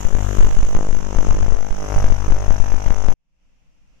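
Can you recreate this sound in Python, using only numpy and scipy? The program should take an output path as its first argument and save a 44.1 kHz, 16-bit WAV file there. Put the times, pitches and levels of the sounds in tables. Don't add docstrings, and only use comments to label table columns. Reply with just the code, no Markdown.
import sys
import numpy as np
from scipy import signal
from scipy.fft import rfft, irfft
from scipy.io import wavfile
from scipy.ndimage import map_coordinates

SR = 44100
rng = np.random.default_rng(int(sys.argv[2]) if len(sys.argv) > 2 else 0)


def wav_record(signal):
    frames = np.transpose(np.atleast_2d(signal))
    bounded = np.clip(frames, -1, 1)
    quanta = np.round(bounded * 32767).astype(np.int16)
    wavfile.write(sys.argv[1], SR, quanta)


N = 176400

# time_s, left_depth, left_opening_gain, left_closing_gain, right_depth, right_gain
ULTRASOUND = [(0, 0.16, 0.73, 1.36, 0.0098, 0.61), (.11, 0.024, 0.69, 0.88, 0.01, 0.46),
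              (.2, 0.36, 2, 1.4, 0.019, 0.77), (.28, 0.46, 1.3, 0.97, 0.019, 0.53),
              (.36, 0.22, 0.24, 2.5, .07, 0.42), (.52, 0.06, 0.34, 0.24, 0.12, 1.2),
              (.66, 0.073, 0.38, 0.17, 0.086, 0.73), (.8, 0.01, 0.58, 1.24, 0.014, 0.62),
              (1.02, 0.042, 0.62, 1, 0.0046, 0.73), (1.13, .17, 0.37, 1.3, 0.0038, 0.67),
              (1.45, 0.25, 1.31, 1.1, 0.011, 0.51), (1.62, 0.049, 0.26, 1.45, 0.0055, 0.35),
              (1.85, 0.045, 1.47, 0.9, 0.043, .9), (1.98, 0.47, 2.34, 1.46, 0.087, 1.1),
              (2.14, 0.2, 0.93, 1.06, 0.086, 0.48), (2.3, 0.2, 1.55, 1.6, 0.074, 0.27),
              (2.6, 0.18, 1.29, 0.81, 0.06, 0.64), (3.14, 0.067, 1, 1.08, 0.048, 0.73)]
# cycle_time_ms, base_half_width_ms, base_depth
LEFT_RESONANCES = [(5.41, 0.18, 0.15), (6.7, 0.18, 0.043), (11.72, 0.24, 0.19), (12.9, 0.13, 0.082)]
RIGHT_RESONANCES = [(5.55, 0.24, 0.11), (6.9, 0.17, 0.041), (10.4, 0.2, 0.075), (11.97, 0.09, 0.1)]
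# time_s, share
WAVE_UNREST = [(0, 0.75), (1.4, 1.0), (1.75, 0.5), (2.3, 0.37), (2.5, 0.23), (3.14, 0.38)]
# start_s, channel (0 left, 1 right), signed_size
OFFSET_JUMPS = [(.051, 0, 1.04), (.130, 0, -0.76), (.151, 0, 1.2), (.385, 0, -1.68), (.406, 1, 1.14),
                (.426, 0, 1.2), (.426, 1, -1.1), (0.447, 1, 1), (.466, 0, -1.17), (.486, 0, 0.58),
                (0.526, 1, -0.47), (.569, 0, -1.48), (0.59, 1, 0.58), (.630, 1, 1), (.750, 0, 1.12),
                (.765, 1, 1.02), (.889, 0, -0.94), (.929, 0, 0.78), (0.969, 0, 0.49), (1.161, 0, -1.02),
                (1.164, 1, -0.3), (1.186, 0, 1.37), (1.284, 0, -1.07), (1.304, 1, -0.44), (1.309, 0, 1.17),
                (1.323, 1, 0.61), (1.343, 1, -0.49), (1.363, 1, 0.53), (1.384, 1, -0.54), (1.403, 0, -0.65),
                (1.403, 1, 0.4), (1.423, 1, -0.42), (1.429, 0, 0.83), (1.482, 0, -0.92), (1.523, 0, -1.2),
                (1.707, 1, 0.71), (1.962, 1, -1.2), (2.043, 0, 1.48), (2.102, 0, -1.05), (2.123, 0, 1.5),
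                (2.28, 1, -0.77), (2.303, 0, -1.5), (2.322, 0, 1.58), (2.481, 0, -1.14), (2.507, 0, 1.41),
                (2.601, 0, -1.26), (2.72, 0, 0.89), (2.743, 0, -1.13), (2.863, 0, 1.03), (2.882, 0, -0.78),
                (2.906, 0, 1.5), (3.046, 0, -0.85), (3.086, 0, 1.33)]
# time_s, channel (only 0, the left, is played), size
CLIP_TICKS = [(.406, 0, .1), (0.427, 0, .13), (.446, 0, .12), (.545, 1, .07), (.605, 0, .09),
              (2.620, 0, .11), (2.864, 0, .11), (2.879, 0, .16), (3.048, 0, .09)]
# time_s, base_level_db, centre_hz, top_hiss_gain_db
CAVITATION = [(0, -42.5, 6625, 5), (.04, -43, 6590, 2), (.12, -46.5, 6590, 2.5), (.36, -41.5, 6600, 3.5),
              (.5, -44.5, 6508, 1), (1.03, -47, 6400, -3), (1.27, -43.5, 6400, -4.5),
              (1.65, -49.5, 6287, -0.5), (1.99, -42.5, 6160, 2), (2.15, -47, 6215, 0.5),
              (2.5, -46.5, 6222, 0.5), (3.05, -46.5, 6240, 0.5), (3.14, -49.5, 6290, 3)]
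# frequency_hz, relative_density_db
LEFT_FIZZ_COLOUR = [(200, 7), (1000, 8), (2200, 0), (2900, 4), (4400, -9.5), (5300, -2), (6200, 0),
                    (7200, -5.5), (8200, -5), (9000, -20.5), (10500, -17.5), (15000, -23.5)]
RIGHT_FIZZ_COLOUR = [(200, 2.5), (1500, -18.5), (2550, -16.5), (2850, -5.5), (3150, -16.5), (4400, -23),
                     (5600, -4.5), (6400, 2.5), (6900, -4), (7600, -14), (9200, -29.5), (10300, -19.5),
                     (15000, -28.5)]
# frequency_hz, relative_density_db
ROOM_COLOUR = [(25, -1), (60, -11), (85, -24), (125, -21.5), (175, -17), (230, -28), (280, -25), (370, -37),
               (500, -31), (900, -36), (1800, -40.5), (2700, -33.5), (4000, -49), (6000, -40), (9000, -57),
               (15000, -62.5)]
# time_s, level_db
ROOM_RISE = [(3.15, -75.5), (3.38, -61), (3.43, -56), (3.85, -53.5), (4.0, -50)]

MAINS_HZ, STOP_S = 50.1, 3.139
BURST_ON_MS, BURST_OFF_MS, BURST_EDGE_MS = 6.19, 10.736, 0.63
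WANDER_MS, WANDER_DB, WANDER_HZ = 0.48, 4, 3.81
JITTER_MS, JITTER_DB = 0.029, 1.5
SHARPEN, BLUR = 0.35, 0.24
RIPPLE_DEPTH, RIPPLE_TOP_HZ, RIPPLE_CHANGE_HZ = 0.017, 1300, 3
POP_UP, POP_DOWN = (0.34, 2800), (0.23, 1500)   # snap_share, snap_bandwidth_hz
CREEP_S, POP_TOP_HZ = 0.0064, 3500
TICK_HALF_WIDTH_S = 0.000087
FIZZ_ON_MS, FIZZ_OFF_MS, FIZZ_LAG_S = 5.0, 12, 0.0032
FIZZ_CENTRE_HZ, TOP_HISS_HZ, TOP_THROB_POWER = 6400, 8800, 0.48
COUPLING_HZ = 4.51
HEADROOM, CUTOFF_HZ = 1.5, 15400
TIME = np.arange(N) / SR
CYCLE_MS = TIME * MAINS_HZ % 1 * 1000 / MAINS_HZ


def buzz(depth, opening, closing, resonances, offset):
    unrest, = in_time(WAVE_UNREST)
    dent = depth * gate(BURST_ON_MS, BURST_OFF_MS)
    off_centre = np.abs(butter(offset, COUPLING_HZ, "high"))
    narrowing = (1 + SHARPEN * off_centre) / (1 + BLUR * unrest)
    spikes = 0
    for (ms, width_ms, size), strength in zip(resonances, (opening, opening, closing, closing)):
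        centre_ms = ms + WANDER_MS * unrest * drift(WANDER_HZ)
        centre_ms += JITTER_MS * np.sqrt(np.abs(unrest)) * drift(MAINS_HZ)
        gain = from_db(WANDER_DB * unrest * drift(WANDER_HZ) + JITTER_DB * drift(MAINS_HZ))
        spikes += size * strength * gain / (1 + (narrowing * (CYCLE_MS - centre_ms) / width_ms) ** 2)
    ripple_gain = RIPPLE_DEPTH * np.sqrt(np.abs(depth) / 0.23)
    uneven_top = ripple_gain * ripple() * gate(resonances[0][0], resonances[-1][0])
    return -(dent + spikes + uneven_top)


def ripple():
    period = round(SR / MAINS_HZ)
    pole = np.exp(-2 * np.pi * RIPPLE_CHANGE_HZ / MAINS_HZ)
    noise = rng.standard_normal((2 * N // period, period))
    cycles = signal.lfilter([1], [1, -2 * pole, pole * pole], noise, axis=0)
    return rms_one(butter(cycles.ravel()[-N:], RIPPLE_TOP_HZ))


def pops(channel):
    offset = 0
    for sign, (snap, snap_hz) in ((1, POP_UP), (-1, POP_DOWN)):
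        steps = sum(size * (TIME >= start_s) for start_s, side, size in OFFSET_JUMPS
                    if side == channel and size * sign > 0)
        offset += snap * butter(steps, snap_hz, order=1) + (1 - snap) * lag(steps, CREEP_S)
    return butter(offset, POP_TOP_HZ)


def left_ticks():
    return -sum(size / (1 + ((TIME - time_s) / TICK_HALF_WIDTH_S) ** 2)
                for time_s, side, size in CLIP_TICKS if side == 0)


def fizz(colour, gain_db, throb_floor):
    level_db, centre_hz, top_db = in_time(CAVITATION)
    throb = throb_floor + (1 - throb_floor) * lag(gate(FIZZ_ON_MS, FIZZ_OFF_MS), FIZZ_LAG_S)
    position = np.cumsum(centre_hz / FIZZ_CENTRE_HZ)
    hiss = map_coordinates(coloured(colour), [position], order=5, mode="wrap")
    top = butter(hiss, TOP_HISS_HZ, "high", order=4)
    top = butter(top[::-1], TOP_HISS_HZ, "high", order=4)[::-1]
    sizzle = rms_one(throb) * (hiss - top)
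    top_hiss = from_db(top_db) * rms_one(throb ** TOP_THROB_POWER) * top
    return from_db(level_db + gain_db) * (sizzle + top_hiss)


def room_tone():
    level_db, = in_time(ROOM_RISE)
    return from_db(level_db) * np.array([coloured(ROOM_COLOUR), coloured(ROOM_COLOUR)])


def gate(on_ms, off_ms):
    rise = 1 + np.tanh((CYCLE_MS - on_ms) / BURST_EDGE_MS)
    fall = 1 + np.tanh((off_ms - CYCLE_MS) / BURST_EDGE_MS)
    return rise * fall / 4


def coloured(colour):
    hz, db = np.transpose(colour)
    gain = from_db(np.interp(np.log(np.fft.rfftfreq(N, 1 / SR) + 1), np.log(hz), db))
    return rms_one(irfft(rfft(rng.standard_normal(N)) * gain, N))


def drift(rate_hz):
    rolloff = 1 + (np.fft.rfftfreq(N, 1 / SR) / rate_hz) ** 4
    return rms_one(irfft(rfft(rng.standard_normal(N)) / rolloff, N))


def butter(x, hz, kind="low", order=2):
    return signal.sosfilt(signal.butter(order, hz, kind, fs=SR, output="sos"), x)


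def lag(x, seconds):
    pole = np.exp(-1 / (seconds * SR))
    return signal.lfilter([1 - pole], [1, -pole], x + 1e-18)


def in_time(rows):
    time_s, *columns = np.transpose(rows)
    return [np.interp(TIME, time_s, column) for column in columns]


def from_db(db):
    return 10 ** (np.asarray(db) / 20)


def rms_one(x):
    return x / np.sqrt(np.mean(x ** 2) + 1e-20)


def scene():
    left_depth, opening, closing, right_depth, right_gain = in_time(ULTRASOUND)
    left_pops, right_pops = pops(channel=0), pops(channel=1)
    left = buzz(left_depth, opening, closing, LEFT_RESONANCES, left_pops) + left_pops + left_ticks()
    left += fizz(LEFT_FIZZ_COLOUR, gain_db=2, throb_floor=1)
    right = buzz(right_depth, right_gain, right_gain, RIGHT_RESONANCES, right_pops) + right_pops
    right += fizz(RIGHT_FIZZ_COLOUR, gain_db=6.5, throb_floor=0.19)
    running = np.clip((STOP_S - TIME) / 0.001, 0, 1)
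    return butter(np.array([left, right]), COUPLING_HZ, "high") * running + room_tone()


def record(dry):
    rounded = HEADROOM * np.tanh(dry / HEADROOM)
    return signal.sosfilt(signal.ellip(10, 0.2, 80, CUTOFF_HZ, fs=SR, output="sos"), rounded)


dry = scene()
out = record(dry)
wav_record(out)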